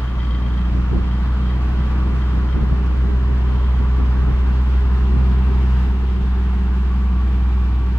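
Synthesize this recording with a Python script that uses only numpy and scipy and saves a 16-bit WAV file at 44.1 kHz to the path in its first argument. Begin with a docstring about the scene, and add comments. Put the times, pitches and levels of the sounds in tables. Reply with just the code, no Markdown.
"""Two road rollers at work

Two diesel rollers work on fresh asphalt while a hand-held phone turns from the far one to the near one.
Light gusts buffet its two microphone ports: shaped noise that swells, plus short sine thumps.
A broad roar of fans and engine blocks is random noise with a changing colour, and some housings sing in it.
The far roller throbs slowly, built from sines, and rattles a loose panel with one blow a turn.
The near six-cylinder booms at its firing rate: strong sines there, and weak ones from uneven cylinders."""
import sys
import numpy as np
from scipy import signal
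from scipy.fft import rfft, irfft, next_fast_len
from scipy.io import wavfile
from scipy.ndimage import uniform_filter1d

SR = 44100
rng = np.random.default_rng(int(sys.argv[2]) if len(sys.argv) > 2 else 0)


def output_pcm(signal):
    """Save a mono or channel-first signal as 16-bit PCM at the path in sys.argv[1].

    Samples are clipped to [-1, 1] before scaling.
    """
    pcm = np.clip(np.atleast_2d(signal).T, -1, 1) * 32767
    wavfile.write(sys.argv[1], SR, np.round(pcm).astype(np.int16))


N = 351918  # length in samples, about 8 seconds

# Turn of the phone, and the top of the sound's frequency range.
TURN_START_S, TURN_END_S = 4.1, 5.9
EDGE_HZ = 15780

# Breeze under the gusts. Each row: time in seconds, level in dB before the trims in wind().
BREEZE = [(0, -42.5), (.7, -40), (4, -36), (6, -37), (6.6, -53.5), (7.98, -50.5)]
BREEZE_WAVER_DB = 3.5
# Gusts over the breeze. Each row: start in seconds, length in seconds, level in dB before the same trims.
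GUSTS = [(.75, 0.033, -31), (.92, .07, -26), (2.04, 0.025, -36), (2.13, 0.022, -34), (2.555, 0.087, -27),
         (2.71, 0.025, -29), (3.09, 0.022, -41), (3.29, 0.027, -33), (3.78, 0.049, -32), (3.98, 0.044, -30),
         (4.15, .12, -35), (4.285, 0.038, -27), (5.13, 0.053, -33), (5.2, 0.019, -33), (5.47, 0.023, -39),
         (6.17, 0.033, -40)]
GUST_RISE_S, GUST_FALL_S = 0.0069, 0.019
# Colour of the wind noise. Each row: frequency in Hz, relative level in dB.
GUST_COLOUR = [(8, -9), (22, 3.5), (50, 12.5), (100, 3.5), (200, -1), (350, -8), (600, -23.5), (1000, -27),
               (2000, -45), (6000, -100)]
# How alike the wind is at both ports. Each row: frequency in Hz, shared part of the power from 0 to 1.
GUST_SAME = [(15, .99), (40, 1), (85, .88), (150, .55), (300, 0.065), (600, .01)]
# The hardest buffets. Each row: start in seconds, peak in dB, starting pitch in Hz, left minus right in dB.
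THUMPS = [(.962, -17, 130, 1), (.968, -25, 380, 2), (1.8, -21, 110, 1), (2.565, -24, 260, 2),
          (2.595, -20, 35, 0), (2.603, -15, 110, 3), (2.62, -17, 140, -3), (2.7, -19, 38, 0),
          (2.716, -13, 110, 3), (2.727, -27, 450, 2), (3.997, -21, 150, 1), (4.001, -24, 800, 1),
          (4.24, -19, 120, 1), (4.305, -17, 130, 1)]

# Roar common to both ports. Each row: frequency in Hz, level in dB per Hz with the phone toward
# the far roller, the same toward the near one. ROAR_CHANGE and chance shifts are added.
ROAR_COMMON = [(12, -68, -68), (35, -59, -59), (79.4, -70, -58.5), (152, -51.5, -51.5), (270, -68, -71),
               (410, -70.5, -61), (472, -67.5, -80), (583, -75.5, -87.5), (700, -73, -72),
               (890, -70.5, -69), (1205, -68.5, -70.5), (1760, -76, -77), (2200, -81.5, -82.5),
               (2930, -84, -83), (5800, -98, -99), (10400, -111, -111), (15700, -112, -111)]
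# Roar arriving with opposite sign at the two ports. Each row: the same as for the common roar.
ROAR_OPPOSED = [(12, -78, -83), (60, -74.5, -75.5), (150, -70, -65.5), (300, -76.5, -75.5),
                (400, -64.5, -73), (500, -76, -77), (900, -73, -75), (1400, -81, -81.5), (2200, -79, -80),
                (3000, -81.5, -83), (4430, -89, -90.5), (8000, -105, -106), (11000, -111, -111),
                (15700, -111, -111)]
# Balance of the roar. Each row: frequency in Hz, left minus right in dB toward the far roller, toward the near.
ROAR_BALANCE = [(60, 1, 5), (380, -1.5, -3), (700, 6, 2), (1290, -1.5, 0), (4400, 1, 2), (8120, 1.5, 5.5),
                (15000, -0.5, 4.5)]
# Share of the opposed roar due to travel time between the ports.
# Each row: frequency in Hz, share from -1 to 1 where positive means left first.
TRAVEL = [(60, 0.6), (300, .5), (600, .6), (1100, .6), (1800, .4), (2600, -.4), (4600, -.3), (9000, -.05)]
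# Rise and fall of the whole roar. Each row: time in seconds, change in dB.
ROAR_CHANGE = [(0, .3), (.5, 0), (2, 1.5), (3, .5), (4.2, 1), (5, 1.5), (5.85, 2.5), (5.95, .5),
               (7.98, -0.35)]

# Housings that sing in the roar. Each row: frequency in Hz, width in Hz of each of two resonance passes.
SINGING = [(381, 10), (1140, 36), (2376, 24), (1000, 120), (405, 30), (2750, 90)]
# Spells of singing, one list for each housing. Each row: start in seconds, length in seconds, level in dB.
SINGING_SPELLS = [
    [(2.2, 0.98, -51), (5.12, 0.42, -39.5), (5.9, 0.72, -46.5), (7.3, 0.87, -53.5)],
    [(0, 0.28, -47), (1.4, 1.45, -52.5), (3.8, 0.53, -48), (6.88, 0.99, -50)],
    [(5.12, .4, -60), (6.88, 1.5, -59.5)],
    [(1, 2, -53.5), (3.2, 2.2, -48.5)],
    [(1.4, 3.7, -47.5), (3.1, 0.21, -53), (5.5, 0.45, -48.5)],
    [(4.403, 1.8, -62)],
]
# Singing that never stops under the spells. 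Each entry: level of one housing in dB.
SINGING_QUIET_DB = [-61, -60.5, -72, -62, -55.5, -73.5]
SING_RISE_S, SING_FALL_S = 0.08, 0.2
SING_EVENNESS = 0.5  # 0 = noise in a resonance, 1 = steady whine

FAR_SHAFT_HZ = 26.13  # average turns a second
# Sines of the far throb. Each entry: level in dB of shaft orders 1 to 13, before FAR_CHANGE.
FAR_ORDERS_DB = [-40, -43.5, -50, -43.5, -44, -40.5, -37, -36, -51.5, -57, -50.5, -44, -49.5]
# Rise and fall of the far throb. Each row: time in seconds, change in dB.
FAR_CHANGE = [(0, -5), (1, 0), (2, 1), (3, -2.5), (4, -7.5), (5, -3.5), (6, -7), (7, -3.5), (7.98, -3)]
# Pitches at which the loose panel rings. Each entry: frequency of one mode in Hz.
PANEL_HZ = [1992, 3150, 3190, 3450, 3760, 4350, 4650]
# Ringing of those modes. Each row: time to fall by 60 dB in seconds, relative level in dB.
PANEL_RING = [(.05, -1), (.06, -3), (.08, -2), (.025, -9), (.04, -10), (.012, -12), (.02, -14)]
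# Spells in which the panel works loose. Each row: start in seconds, length in seconds, level in dB.
RATTLE_SPELLS = [(0, 0.099, -53.5), (.21, 0.17, -48), (.47, .15, -55), (1.06, 0.041, -49),
                 (1.15, 0.18, -61.5), (1.45, .1, -53.5), (1.78, 0.1, -54.5), (2.2, 0.055, -54),
                 (2.5, 0.036, -53), (3.5, .3, -55.5), (6.1, 0.043, -56.5)]
RATTLE_RISE_S, RATTLE_FALL_S = 0.017, 0.044
RATTLE_QUIET_DB, RATTLE_FADE_DB_PER_S = -59, -1.3  # the rattle between spells, at the start and its drift

# Firing rate of the near roller. Each row: time in seconds, rate in Hz before a slight drift.
FIRING = [(0, 60.71), (.5, 60.66), (.9, 60.93), (1.2, 61.36), (1.6, 62.33), (2, 62.5), (2.6, 62.38),
          (3.2, 62.54), (4.1, 62.58), (5.25, 63.45), (6, 63.19), (6.5, 62.84), (7.3, 62.73), (7.98, 62.15)]
# Boom of the near roller. Each row: time in seconds, then levels in dB of firing orders 1, 2 and 3.
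FIRING_ORDERS = [(0, -22, -32, -39), (.3, -18.5, -34.5, -34.5), (.8, -18, -31, -34.5), (1.6, -17, -32, -39),
                 (2.6, -17, -34, -38), (3.2, -16, -31.5, -38), (4.2, -15, -29.5, -37), (4.7, -15, -33, -39),
                 (5.3, -14.2, -29.5, -31.5), (5.8, -14.5, -28, -29), (5.97, -17, -35.5, -32.5),
                 (6.7, -16.5, -43, -33.5), (7.6, -15.5, -37, -37), (7.98, -17.5, -35.5, -40)]
# Extra tones from unequal cylinders. Each entry: pitch in sixths of the firing rate.
UNEVEN_ORDERS = [4, 7, 9, 10, 11, 20, 22, 24, 26, 28, 30, 36]
# Levels of those tones. Each entry: level in dB before UNEVEN_CHANGE.
UNEVEN_LEVELS_DB = [-45.5, -43.5, -36, -33, -40.5, -52, -50, -53.5, -50, -50.5, -46.5, -54.5]
# How far the uneven tones stand out. Each row: time in seconds, change in dB.
UNEVEN_CHANGE = [(0, -12.5), (2, -11), (4, -8.5), (5, -14), (6, -7.5), (6.5, -6.5), (7.98, -4)]


def gain_of(db):
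    """Turns decibels into a gain."""
    return 10 ** (np.asarray(db) / 20)


def evened(x):
    """Scales a signal to an rms of 1."""
    return x / np.sqrt(np.mean(x ** 2) + 1e-20)


def read(points, hz):
    """Reads a curve of frequencies and values on a log-frequency axis."""
    f, value = points
    return np.interp(np.log(hz + 1), np.log(f + 1), value)[:, None]


def follow(rows, t=None):
    """Reads the columns of a time table at the times t, by default at every sample."""
    s, *columns = np.transpose(rows)
    t = np.arange(N) / SR if t is None else t
    return [np.interp(t, s, c) for c in columns]


def drift(rate_hz):
    """Slow random wandering of rms 1, made from noise without its fast part."""
    count = N // 64 + 2
    steps = rfft(rng.standard_normal(count))
    hz = np.arange(len(steps)) * SR / N
    slow = irfft(steps / (1 + (hz / rate_hz) ** 4), count)
    return evened(np.interp(np.arange(N) / 64, np.arange(len(slow)), slow - slow.mean()))


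def spells(rows, rise_s, fall_s):
    """Sums the gains of spells that rise, hold and die away."""
    t = np.arange(N) / SR
    total = np.zeros(N)
    for start, length, db in rows:
        rise = (np.minimum(t - start, 0) / rise_s) ** 2
        fall = np.maximum(t - start - length, 0) / fall_s
        total += gain_of(db) * np.exp(-rise - fall)
    return total


def ring(x, hz, width):
    """A fixed resonance of gain 1: a wider one rings for a shorter time."""
    r = np.exp(-np.pi * width / SR)
    return 2 * signal.lfilter([1 - r], [1, -r * np.exp(2j * np.pi * hz / SR)], x).real


def turned(t):
    """Share of the turn toward the near roller, easing from 0 to 1."""
    share = np.clip((t - TURN_START_S) / (TURN_END_S - TURN_START_S), 0, 1)
    return np.sin(np.pi / 2 * share) ** 2


def blend(rows, hz, turn):
    """Mixes the far and near columns of a spectrum table by the turn of the phone."""
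    f, far, near = np.transpose(rows)
    return (1 - turn) * read((f, far), hz) + turn * read((f, near), hz)


def pair(common_db, opposed_db, travel, left_db):
    """Two-port noise from random short-time spectra: a common part and an opposed part, in dB per Hz."""
    a, b, c, d = rng.standard_normal((N // 128 + 5, 257, 4)).T
    common = a + 1j * b
    # a delay between the ports puts their difference a quarter cycle ahead of their sum
    delayed = 1j * travel * common
    unrelated = np.sqrt(1 - travel ** 2) * (c + 1j * d)
    opposed = gain_of(opposed_db) * (delayed + unrelated)
    common = gain_of(common_db) * common
    left = (common + opposed) * gain_of(left_db / 2)
    right = (common - opposed) * gain_of(-left_db / 2)
    spectra = np.array([left, right])
    return signal.istft(spectra, SR, nperseg=512, noverlap=384, scaling="psd")[1][:, :N]


def ports(tone, late_s, right_db):
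    """The right port hears a source a little later and at its own level."""
    late = np.interp(np.arange(N) - late_s * SR, np.arange(N), tone)
    return np.array([tone, gain_of(right_db) * late])


def wind():
    """Lumpy air pressure on the ports: alike in the bass, unrelated above."""
    hz = np.fft.rfftfreq(N, 1 / SR)
    colour = gain_of(read(np.transpose(GUST_COLOUR), hz)[:, 0])
    same = np.clip(read(np.transpose(GUST_SAME), hz)[:, 0], 0, 1)
    common, *own = rfft(rng.standard_normal((3, N)))
    eddies = colour * (np.sqrt(same) * common + np.sqrt(1 - same) * np.array(own))
    # large eddies make the bass, small ones the rest
    large_share = 1 / (1 + (hz / 130) ** 4)
    large = evened(irfft(large_share * eddies, N))
    small = evened(irfft((1 - large_share) * eddies, N))
    breeze = gain_of(follow(BREEZE)[0] + BREEZE_WAVER_DB * drift(4.1))
    gust_db = 20 * np.log10(breeze + spells(GUSTS, GUST_RISE_S, GUST_FALL_S))
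    # small eddies follow each gust at once; large ones answer more slowly and by less
    slow_db = -42.0 + 0.54 * (uniform_filter1d(gust_db, 2500) + 40.5)
    lumps = gain_of([2.2 * drift(40.0), 2.2 * drift(40.0)])
    return gain_of(gust_db - 1.0) * lumps * small + gain_of(slow_db + 7.0) * large


def thumps():
    """Each buffet is a short swell of pushes and pulls, rising in pitch as the eddy breaks."""
    out = np.zeros((2, N))
    for start, db, hz, left_db in THUMPS:
        cycles = np.arange(0, 2, hz / SR)  # counted at the starting pitch
        push = np.sin(2 * np.pi * cycles * (1 + 0.13 * cycles)) * np.hanning(len(cycles))
        gains = gain_of([[db + left_db / 2], [db - left_db / 2]])
        out[:, round(start * SR):][:, :len(push)] += gains * push
    return out


def roar():
    """Fan and block noise; colour and stereo picture change as the phone turns."""
    hz = np.fft.rfftfreq(512, 1 / SR)
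    t = np.arange(N // 128 + 5) * 128 / SR
    turn = turned(t)
    # small patches of the spectrum swell and fade, and the treble flickers
    patches = rng.standard_normal((len(t), 257)).T
    patches = evened(uniform_filter1d(uniform_filter1d(patches, 7, 0), 24, 1))
    flicker = evened(uniform_filter1d(rng.standard_normal(len(t)), 8))
    flicker = flicker * np.clip(hz / 4000, 0, 1)[:, None]
    change_db = follow(ROAR_CHANGE, t)[0] + 0.69 * patches + 0.6 * flicker
    common_db = blend(ROAR_COMMON, hz, turn) + change_db
    opposed_db = blend(ROAR_OPPOSED, hz, turn) + change_db
    travel = np.clip(read(np.transpose(TRAVEL), hz), -1, 1)
    return pair(common_db, opposed_db, travel, blend(ROAR_BALANCE, hz, turn))


def singing():
    """Noise in resonances, partly self-sustained and so evened out, that swells in spells."""
    out = np.zeros(N)
    for (hz, width), rows, quiet_db in zip(SINGING, SINGING_SPELLS, SINGING_QUIET_DB):
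        noise = ring(ring(rng.standard_normal(N), hz, width), hz, width)
        whine = signal.hilbert(noise, next_fast_len(N))[:N]
        # dividing by its own envelope makes the noise steadier
        whine = evened(whine.real / (abs(whine) + 1e-9) ** SING_EVENNESS)
        level = gain_of(quiet_db) + spells(rows, SING_RISE_S, SING_FALL_S)
        out += level * gain_of(1.2 * drift(9.9)) * whine
    return out


def far_throb(turns):
    """Sines at multiples of the shaft rate, whose levels waver on the way."""
    throb = np.zeros(N)
    for k, db in enumerate(FAR_ORDERS_DB, 1):
        throb += gain_of(db + 1.28 * drift(1.6)) * np.cos(2 * np.pi * (k * turns + rng.random()))
    return np.sqrt(2) * gain_of(follow(FAR_CHANGE)[0]) * throb


def panel_rattle(turns):
    """One blow a turn with changing force, then weaker chatter as the panel settles, rings its modes."""
    force = gain_of(1.6 * rng.standard_normal(400))[turns.astype(int)]
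    blows = np.diff(np.floor(turns), prepend=0)
    settling = 0.069 * np.exp(-(turns % 1) / 0.69) * rng.standard_normal(N)
    chatter = force * (blows + settling)
    rattle = np.zeros(N)
    for hz, (t60, db) in zip(PANEL_HZ, PANEL_RING):
        mode = ring(ring(chatter, hz, 2.2 / t60), hz, 600)
        rattle += gain_of(db) * evened(mode)
    quiet = gain_of(RATTLE_QUIET_DB + RATTLE_FADE_DB_PER_S * np.arange(N) / SR)
    return (spells(RATTLE_SPELLS, RATTLE_RISE_S, RATTLE_FALL_S) + quiet) * rattle


def far_roller():
    """The throb and the rattle share one slightly unsteady shaft."""
    turns = np.cumsum(FAR_SHAFT_HZ * (1 + 0.00296 * drift(1.2))) / SR
    return far_throb(turns), panel_rattle(turns)


def near_roller():
    """Clean firing orders, smeared by the exhaust pipe, plus weak orders of the cam cycle."""
    rate_hz = follow(FIRING)[0] * (1 + 0.0019 * drift(4.25))
    phase = 2 * np.pi * np.cumsum(rate_hz) / SR
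    smear = 0.9  # radians; the pipe spreads each pulse, higher orders come first
    boom = np.zeros(N)
    for k, db in enumerate(follow(FIRING_ORDERS), 1):
        waver_db = 0.2 * k * drift(10.0) + 0.68 * (k - 1) * drift(2.2)
        boom += gain_of(db + waver_db) * np.cos(k * phase + smear * k * (k - 1))
    cam = phase / 6  # six firings in each cam cycle
    uneven = np.zeros(N)
    for k, db in zip(UNEVEN_ORDERS, UNEVEN_LEVELS_DB):
        uneven += gain_of(db + 2.8 * drift(0.6)) * np.cos(k * cam + rng.uniform(0, 2 * np.pi))
    return np.sqrt(2) * (boom + gain_of(follow(UNEVEN_CHANGE)[0]) * uneven)


def scene():
    """Adds all sources at the two ports, each with its delay in seconds and right-port level in dB."""
    air = wind() + thumps()
    machines = roar() + ports(singing(), 0.00006, 0.06)
    throb, rattle = far_roller()
    far = ports(throb, 0.00009, 0.21) + ports(rattle, 0.00006, -6.5)
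    near_late_s = 0.0001 + 0.00008 * turned(np.arange(N) / SR)
    return air + machines + far + ports(near_roller(), near_late_s, 0.2)


def record(dry):
    """Removes everything above the band edge with a smooth low-pass filter."""
    taps = signal.firwin(511, EDGE_HZ, window=("kaiser", 9), fs=SR)
    # mirrored ends let the sound run on past the start and the finish
    running = np.pad(dry, ((0, 0), (255, 255)), "reflect", reflect_type="odd")
    return signal.oaconvolve(running, taps[None], "valid", axes=1)


dry = scene()
out = record(dry)
output_pcm(out)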